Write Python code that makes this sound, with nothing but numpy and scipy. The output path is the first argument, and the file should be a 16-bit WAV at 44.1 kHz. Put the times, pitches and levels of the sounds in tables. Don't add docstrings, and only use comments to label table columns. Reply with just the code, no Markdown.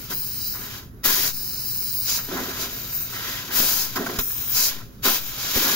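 import sys
import numpy as np
from scipy import signal
from scipy.fft import rfft, irfft, next_fast_len
from scipy.io import wavfile
from scipy.ndimage import uniform_filter1d, map_coordinates

SR = 44100
rng = np.random.default_rng(int(sys.argv[2]) if len(sys.argv) > 2 else 0)


def to_wav(s):
    ch = np.atleast_2d(s).T
    pcm = np.round(np.clip(ch, -1, 1) * 32767)
    wavfile.write(sys.argv[1], SR, pcm.astype(np.int16))


N = 253575


# start_s, level_db
LEAK = [(0, -47), (.47, -48), (.72, -43), (1.33, -47.5), (2.04, -47), (2.26, -42.5), (2.36, -37),
        (2.62, -40), (3.06, -43.5), (3.3, -36), (3.48, -42), (4.17, -39.5), (4.24, -46.5), (4.5, -40.5),
        (4.72, -34), (5.3, -40.5), (5.67, -25.5), (5.75, -27)]
# close_s, choke_db_per_s, release_s
SHUTS = [(0.78, 181, 1.033), (4.71, 137, 5.033)]
# start_s, rise_s, hold_s, fall_s, jet_db, rush_db, sizzle_db
BLASTS = [(0.082, 0.024, 0.025, 0.012, -37, -43, -40), (1.032, 0.02, 0.22, 0.039, -26.5, -25.5, -24.5),
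          (2.024, 0.065, 0.07, 0.024, -35, -24.7, -33.5), (2.529, 0.082, 0.016, 0.042, -35.5, -33.5, -41),
          (3.486, 0.093, 0.19, 0.092, -28.5, -23.5, -23.5), (4.498, 0.078, 0.099, 0.024, -36.3, -19.5, -25),
          (5.018, 0.04, 0.065, 0.061, -23.5, -31, -26.3), (5.327, 0.081, 0.19, .05, -43, -35.5, -49),
          (5.528, 0.028, 0.26, 0.045, -28.5, -34, -30)]
# start_s, hold_s, lower_db, upper_db, upper_shift_hz
SEATED = [(-.05, 0.044, -56, -39, -2), (0.087, 0.38, -43.5, -31.5, -36), (0.359, 0.0945, -41.5, -45.5, -2),
          (1.29, 0.814, -40, -31.5, 61)]
# start_s, rise_s, hold_s, whistle_db, hiss_db
TILTED = [(0.366, 0.076, 0.064, -31, -46), (0.527, 0.03, 0.098, -36, -41.5),
          (2.104, 0.051, 0.087, -32, -41.5), (2.298, 0.042, 0.25, -35, -49),
          (2.662, 0.068, 0.19, -33.5, -45), (2.858, 0.095, 0.064, -27.5, -38),
          (3.06, .05, 0.22, -35.5, -41.5), (3.84, 0.058, 0.18, -36.5, -49),
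          (4.178, 0.015, 0.34, -28.5, -34), (4.433, 0.087, 0.045, -26, -42),
          (5.179, 0.039, 0.06, -31.5, -41)]
# time_s, pitch_hz
WHISTLE_PITCH = [(.45, 15200), (.58, 14470), (2.12, 14750), (2.26, 14450), (2.8, 14480), (3, 14560),
                 (4.15, 14450), (4.22, 14900), (4.45, 14800), (4.6, 14650), (5.3, 14520)]
# start_s, hold_s, level_db
RASPS = [(.53, 0.22, -49), (1.032, 0.22, -33), (3.132, 0.26, -37.5), (3.503, 0.14, -37), (5.547, 0.21, -37)]
# start_s, hold_s, gurgle_db, spray_db
LIQUID = [(0.091, 0.017, -40, -40), (0.53, 0.28, -50, -45.5), (1.041, 0.047, -33, -33),
          (1.154, 0.096, -40.5, -40), (2.275, 0.03, -35.5, -44), (2.302, 0.16, -31.5, -38),
          (2.476, 0.13, -42, -38.5), (2.619, 0.036, -39, -42), (2.712, 0.16, -47, -72),
          (3.114, 0.36, -47, -41), (3.481, 0.37, -41, -38), (3.587, 0.032, -30.5, -45),
          (3.95, 0.012, -31, -30), (3.981, 0.03, -27.5, -34.5), (4.049, 0.13, -32.5, -39),
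          (4.746, 0.06, -49, -46.5), (5.043, 0.03, -29, -25), (5.548, 0.0033, -24.5, -41),
          (5.597, 0.036, -32.5, -43), (5.634, .1, -32, -30.5)]
# start_s, spray_db, hiss_db, thump_db, length_s
SPITS = [(2.178, -38.5, -29, -68, 0.034), (2.364, -32.5, -55, -61, 0.063), (3.6, -42, -31, -17, 0.018),
         (3.958, -30.5, -25, -51, 0.023), (4.063, -27.5, -33, -60, 0.014), (4.097, -34, -42, -55, .013),
         (4.187, -34.5, -21, -9.5, 0.021), (4.306, -39, -55, -60, 0.0057), (4.664, -37, -43, -55, .009),
         (5.562, -43, -30, -8, 0.033)]
# time_s, centre_hz
HOLLOW = [(.2, 3560), (.5, 3450), (1.4, 3330), (1.7, 3450), (2, 3380), (2.9, 3380), (3.05, 3200),
          (4.2, 4530)]

# frequency_hz, level_db
JET_COLOUR = [(100, -9), (300, 1), (700, -2.5), (1450, 2.05), (2100, 1.5), (2550, 2.9), (3200, 4.5),
              (3500, 6), (4000, 4.5), (5500, 4), (7100, 4), (8200, -20), (9200, -2.5), (11200, -6.5),
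              (12600, 4.5), (14200, 4.5)]
RUSH_COLOUR = [(1500, -17.5), (2900, -8), (3450, -17), (3900, -1.5), (4900, 3), (5600, 2.5), (6800, 2.5),
               (7500, -5), (8400, -21), (9300, -5.5), (10250, -7), (11200, -23), (13000, -8)]
SIZZLE_COLOUR = [(7000, -13), (8250, -13.5), (9100, -9), (10100, -6), (11200, -9.5), (12300, 2),
                 (13500, -2), (14500, 4.5)]
SPRAY_COLOUR = [(350, -15), (700, 2), (1050, 8), (1350, 8), (1800, 8), (2000, 8), (2800, -27)]
AMBIENT_COLOUR = [(15, -43), (25, 0), (43, 1.5), (66, -2), (82, -4), (116, -2), (240, -6.5), (322, -14),
                  (410, -15), (848, -30.5), (1400, -25.5), (3440, -45.5), (9300, -65), (10900, -31.5),
                  (15500, -39)]

# centre_hz, width_hz, level_db
SEATED_LOW = [(3180, 110, -3), (4190, 460, 2.5), (5060, 850, 5), (5720, 930, -1), (6740, 1450, -2.5)]
SEATED_HIGH = [(8350, 500, -26), (9100, 1000, -15), (10000, 700, -22), (11900, 1100, -19),
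               (12580, 850, -12.5), (13850, 450, -18), (14500, 700, -11), (15100, 800, -4.5),
               (15600, 550, 0)]
TILTED_MODES = [(5500, 1900, -5), (6600, 800, -3), (8700, 1500, -4), (10400, 1200, -6.5), (12150, 750, 3.5),
                (15600, 700, 7)]
RASP_MODES = [(1650, 300, 0), (1960, 370, 4.5), (3220, 1100, -0.5), (4900, 3300, -6)]
# centre_hz, width_hz, level_db
WHISTLE_MODES = [(14100, 600, -14), (14900, 560, 0), (15400, 800, -11)]
# centre_hz, width_hz, level_db
GURGLE_MODES = [(190, 70, -8.5), (258, 62, 1.5), (341, 64, -2.5), (399, 80, -0.5), (539, 34, -5),
                (697, 190, -9.5)]
# centre_hz, width_hz, level_db
CABINET = [(1020, 84, 3.5), (1330, 50, 3.5), (1444, 56, 1), (1650, 82, -0.5), (1932, 96, 3.5),
           (2634, 91, 0), (3330, 100, -12), (3780, 47, 4), (4820, 110, 3), (5100, 140, 3), (5720, 100, -1),
           (6100, 59, -3), (6300, 89, -3.5), (13000, 110, -14)]
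# pitch_hz, level_db
HUM = [(117.5, -50.5), (409, -64.5), (545, -78)]

# frequency_hz, left_minus_right_db
JET_SIDE = [(100, 0), (300, -2), (850, 2), (1450, -4), (2300, 1), (3500, 4), (4900, -2), (5700, 0),
            (6800, -6), (7900, 0), (9200, 2.5), (10200, 4), (11700, 6), (14400, 5.5), (15600, 2)]
GAP_SIDE = [(4000, 0), (6800, -3), (9000, 3), (10500, 2), (12400, 8), (14500, 5), (15500, 2.5)]
# frequency_hz, correlation (-1 to 1)
ALIKE = [(30, 0.47), (120, 1), (300, 1), (950, 0.8), (1900, 0.8), (2600, 0.48), (4000, 0.23), (6000, 0.19),
         (9000, 0.026)]
GAP_ALIKE = [(3000, 1), (4000, 1), (7000, 0.069), (11000, 0.067), (15000, 0.35)]
AMBIENT_ALIKE = [(30, 0.071), (70, 1), (130, 1), (400, 0.72), (3000, -0.38)]
# frequency_hz, left_lead_rad
LEFT_LEADS = [(450, 0), (750, 1), (1000, -.5), (1350, .7), (2000, 1.7), (2500, 1.1), (3150, 2.3),
              (3450, 2.8), (3850, 0), (4400, 0), (5100, 1.3), (6400, 1.7), (8000, 0), (10000, -1),
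              (12000, -2.2), (15000, 1.7)]
# delay_s, left_gain, right_gain
ECHOES = [(.0011, -0.056, -0.13), (.00128, 0.14, 0.1), (.00165, -.11, 0.09)]

TOP_HZ = 15760
WHISTLE_HZ = 14900
JET_SAG_DB_PER_S, SIZZLE_SAG_DB_PER_S = 34, 18
SEAT_RISE_S, SEAT_FALL_S, SEAT_GROWS_DB_PER_S = 0.05, 0.049, 1
TILT_FALL_S, TILT_SAG_DB_PER_S = 0.065, 11
LIQUID_RISE_S, LIQUID_FALL_S, DRAIN_DB_PER_S = 0.014, 0.027, 21.5
SHUT_DB, REOPEN_S = -25.5, 0.0014
HOLLOW_WIDTH_HZ, HOLLOW_DEPTH = 250, 0.97


def jet_flow():
    t = np.arange(N) / SR
    leak_db = np.interp(t, *np.transpose(LEAK))
    for close, db_per_s, release in SHUTS:
        choke_db = np.maximum(-db_per_s * np.maximum(t - close, 0), SHUT_DB)
        leak_db = leak_db + choke_db * np.clip(1 - (t - release) / REOPEN_S, 0, 1)
    openings = [amp(db) * stroke(*shape, JET_SAG_DB_PER_S) for *shape, db, _, _ in BLASTS]
    return together([amp(leak_db)] + openings)


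def jet(flow, level_db=6.0, flutter_db=1.0):
    gain = flow * amp(level_db + flutter_db * wobble(120))
    return gain * turbulence(colour(JET_COLOUR), JET_SIDE)


def blasts(rush_db=0.0, sizzle_db=6, flutter_db=0.9, surge_db=0.6):
    rush = together(amp(db) * stroke(*shape) for *shape, _, db, _ in BLASTS)
    sizzle = together(amp(db) * stroke(*shape, SIZZLE_SAG_DB_PER_S) for *shape, _, _, db in BLASTS)
    surge = amp(rush_db + surge_db * wobble(28))
    low = rush * surge * turbulence(colour(RUSH_COLOUR), JET_SIDE)
    high = sizzle * amp(sizzle_db) * turbulence(colour(SIZZLE_COLOUR), JET_SIDE)
    high = high * amp([[1.5], [-3]])
    return (low + high) * amp(flutter_db * wobble(190))


def seated_hiss(flow, low_db=2.5, high_db=4, flutter_db=0.5, drift_db=1.8, waver_hz=45):
    gains = np.array([
        amp([[lower], [upper]]) * stroke(s, SEAT_RISE_S, hold, SEAT_FALL_S, -SEAT_GROWS_DB_PER_S)
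        for s, hold, lower, upper, _ in SEATED])
    low, high = together(gains)
    body = low * amp(low_db) * turbulence(resonances(SEATED_LOW), GAP_SIDE, GAP_ALIKE)
    body = slid(body, waver_hz * wobble(9))
    shift_hz = blend(np.array(SEATED)[:, -1], gains[:, 1]) + waver_hz * wobble(8.1)
    edge = slid(turbulence(resonances(SEATED_HIGH), GAP_SIDE, GAP_ALIKE), shift_hz)
    edge_gain = amp(high_db + flutter_db * wobble(260) + drift_db * wobble(7.0))
    return body + narrow(high, flow) * edge_gain * edge


def tilted_hiss(flow, whistle_db=3, hiss_db=3, flutter_db=0.9, waver_hz=45):
    whistle, hiss = together(
        amp([[high], [low]]) * stroke(s, rise, hold, TILT_FALL_S, TILT_SAG_DB_PER_S)
        for s, rise, hold, high, low in TILTED)
    pitch_hz = np.interp(np.arange(N) / SR, *np.transpose(WHISTLE_PITCH)) + waver_hz * wobble(12)
    breath = turbulence(resonances(WHISTLE_MODES), GAP_SIDE, GAP_ALIKE)
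    tone = amp(whistle_db) * slid(breath, pitch_hz - WHISTLE_HZ)
    body = amp(hiss_db) * turbulence(resonances(TILTED_MODES), GAP_SIDE, GAP_ALIKE)
    both = narrow(whistle, flow) * tone + narrow(hiss, flow, damping=1.0) * body
    return both * amp(flutter_db * wobble(180))


def rasp(level_db=0.0, rise_s=0.01, fall_s=0.013, lumpy_db=1.5):
    gain = together(amp(db) * stroke(s, rise_s, hold, fall_s) for s, hold, db in RASPS)
    lumps = amp(level_db + lumpy_db * wobble(110))
    return gain * lumps * turbulence(resonances(RASP_MODES), JET_SIDE)


def splutter(gurgle_db=0.0, bubble_db=-10, spray_db=-2, droplet_db=-9, lumpy_db=2, surge_db=1.3):
    gurgle, spray = together(
        amp([[low], [high]]) * stroke(s, LIQUID_RISE_S, hold, LIQUID_FALL_S, DRAIN_DB_PER_S)
        for s, hold, low, high in LIQUID)
    low = amp(gurgle_db) * turbulence(resonances(GURGLE_MODES), JET_SIDE)
    low = low + amp(bubble_db) * bubbles(rate=290, pitch_hz=289.4, spread=0.793, cycles=8.3, glide=0.01)
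    high = amp(spray_db) * turbulence(colour(SPRAY_COLOUR), JET_SIDE)
    high = high + amp(droplet_db) * bubbles(rate=300, pitch_hz=1265, spread=0.484, cycles=13.6, glide=0.0069)
    boiling = gurgle * low * amp(surge_db * wobble(55))
    torn = spray * high * amp(lumpy_db * wobble(90)) * amp([[-1], [1]])
    return boiling + torn


def spits(thump_life=0.0043, left_db=-9, rise_s=0.00052):
    out = np.zeros((2, N))
    spray = turbulence(colour(SPRAY_COLOUR), JET_SIDE)
    hiss = turbulence(colour(JET_COLOUR), JET_SIDE)
    for s, spray_db, hiss_db, thump_db, length in SPITS:
        t = np.maximum(np.arange(N) / SR - s, 0)
        rise = 1 - np.exp(-t / rise_s)
        burst = (amp(spray_db) * spray + amp(hiss_db) * hiss) * np.exp(-(t / length) ** 2)
        pulse = (1 - t / thump_life) * np.exp(-t / thump_life)
        push = amp([[thump_db + left_db], [thump_db]]) * pulse
        out += rise * (burst - push)
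    return out


def near_field(x):
    def response(hz):
        ripple = 1 + sum(np.outer([left, right], np.exp(-2j * np.pi * hz * delay))
                         for delay, left, right in ECHOES)
        ring = np.sqrt(1 + resonances(CABINET)(hz) ** 2)
        return ripple * ring * np.exp(1j * np.outer([.5, -.5], along(LEFT_LEADS, hz)))
    return filtered(x, response)


def walls(x, t60=0.12):
    t = np.arange(SR // 4) / SR
    tail = rng.standard_normal((2, len(t))) * amp(-60 * t / t60) * (t > .002)
    return signal.fftconvolve(x, tail / np.linalg.norm(tail[0]), axes=1)[:, :N]


def hollowed(x, broad, gap, waver_hz=70):
    centre_hz = np.interp(np.arange(N) / SR, *np.transpose(HOLLOW)) + waver_hz * wobble(16)
    carrier = np.exp(2j * np.pi * np.cumsum(centre_hz) / SR)

    def band(part):
        return part * filtered(x * part, lambda hz: np.exp(-(hz / HOLLOW_WIDTH_HZ) ** 2))

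    def power(sound):
        return np.abs(uniform_filter1d((sound ** 2).sum(0), size=2048))

    share = power(gap) / (power(gap) + power(broad) + 1e-20)
    return x - HOLLOW_DEPTH * share * 2 * (band(carrier.real) + band(carrier.imag))


def background(level_db=-43, drift=0.47):
    t = np.arange(N) / SR
    hum = sum(amp(db) * np.sqrt(2) * np.sin(2 * np.pi * hz * t + drift * wobble(5.2)) for hz, db in HUM)
    side = [(30, -6.0), (100, 1.5), (1000, -5.5)]  # frequency_hz, left_minus_right_db
    return hum + amp(level_db) * turbulence(colour(AMBIENT_COLOUR), side, AMBIENT_ALIKE)


def amp(db):
    return 10 ** (np.asarray(db) / 20)


def unit(x):
    return x / np.sqrt(np.mean(x ** 2) + 1e-20)


def along(points, hz):
    f, v = np.transpose(points)
    return np.interp(np.log(hz + 1), np.log(f + 1), v)


def wobble(rate):
    knots = rng.standard_normal(int(N * rate / SR) + 4)
    return map_coordinates(knots, [np.arange(N) * rate / SR])


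def filtered(x, response):
    m = next_fast_len(N + 8192)
    return irfft(rfft(x, m) * response(np.fft.rfftfreq(m, 1 / SR)), m)[..., :N]


def colour(points):
    return lambda hz: amp(along(points, hz))


def resonances(modes):
    return lambda hz: np.sqrt(sum(amp(db) ** 2 * (1 + 2 * ((hz - centre) / width) ** 2) ** -4
                                  for centre, width, db in modes))


def turbulence(response, side, alike=ALIKE):
    def mix(hz):
        turn = np.arccos(np.clip(along(alike, hz), -1, 1)) / 2
        return response(hz) * (hz < TOP_HZ) * np.array([np.cos(turn), np.sin(turn)])
    common, apart = filtered(rng.standard_normal((2, N)), mix)
    pair = np.array([common + apart, common - apart])
    return unit(filtered(pair, lambda hz: amp(np.outer([.5, -.5], along(side, hz)))))


def bubbles(rate, pitch_hz, spread, cycles, glide):
    t = np.arange(SR // 25) / SR
    when, tone, size = rng.random((int(rate * N / SR), 3)).T[:, :, None]
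    turns = pitch_hz * 2 ** (spread * (2 * tone - 1)) * t
    age = turns / cycles
    envelope = (1.1 + size ** 2) * age * np.exp(-3 * age)
    rings = envelope * np.sin(2 * np.pi * turns * (1 + glide * age))
    places = (when * N).astype(int) + np.arange(len(t))
    return unit(np.bincount(places.ravel(), rings.ravel(), N)[:N])


def narrow(gain, flow, damping=3):
    return gain ** 2 / np.sqrt(gain ** 2 + (damping * flow) ** 2 + 1e-20)


def stroke(start, rise, hold, fall, sag_db=0):
    age = np.arange(N) / SR - start
    opening = np.clip(age / rise, 0, 1) ** 2
    closing = np.exp(-(np.maximum(age - rise - hold, 0) / fall) ** 2)
    return opening * amp(-sag_db * np.clip(age - rise, 0, hold)) * closing


def together(gains):
    return np.sqrt(sum(gain ** 2 for gain in gains))


def slid(x, shift_hz):
    analytic = signal.hilbert(x, next_fast_len(N))[:, :N]
    return np.real(analytic * np.exp(2j * np.pi * np.cumsum(shift_hz) / SR))


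def blend(values, gains):
    return np.asarray(values) @ gains / (gains.sum(0) + 1e-20)


def levelled(x, threshold_db=-25, slope=0.35, follow_s=0.063, makeup_db=0.35):
    keep = np.exp(-1 / (follow_s * SR))
    power = signal.lfilter([1 - keep], [1, -keep], (x ** 2).mean(0))
    return x * amp(makeup_db) * (1 + power / amp(threshold_db) ** 2) ** (-slope / 2)


def scene():
    flow = jet_flow()
    broad = jet(flow) + blasts()
    gap = seated_hiss(flow) + tilted_hiss(flow)
    valve = near_field(broad + gap + rasp() + splutter() + spits())
    return hollowed(valve + amp(-11.5) * walls(valve), broad, gap) + background()


def record(dry, swell=2.7):
    held = levelled(dry)

    def slow(hz):
        return (1j * hz / (1.3 + 1j * hz)) ** 2 / (1 + 1j * hz / 10) ** 3

    return filtered(held + swell * filtered(held ** 2, slow), lambda hz: hz < TOP_HZ)


dry = scene()
out = record(dry)
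to_wav(out)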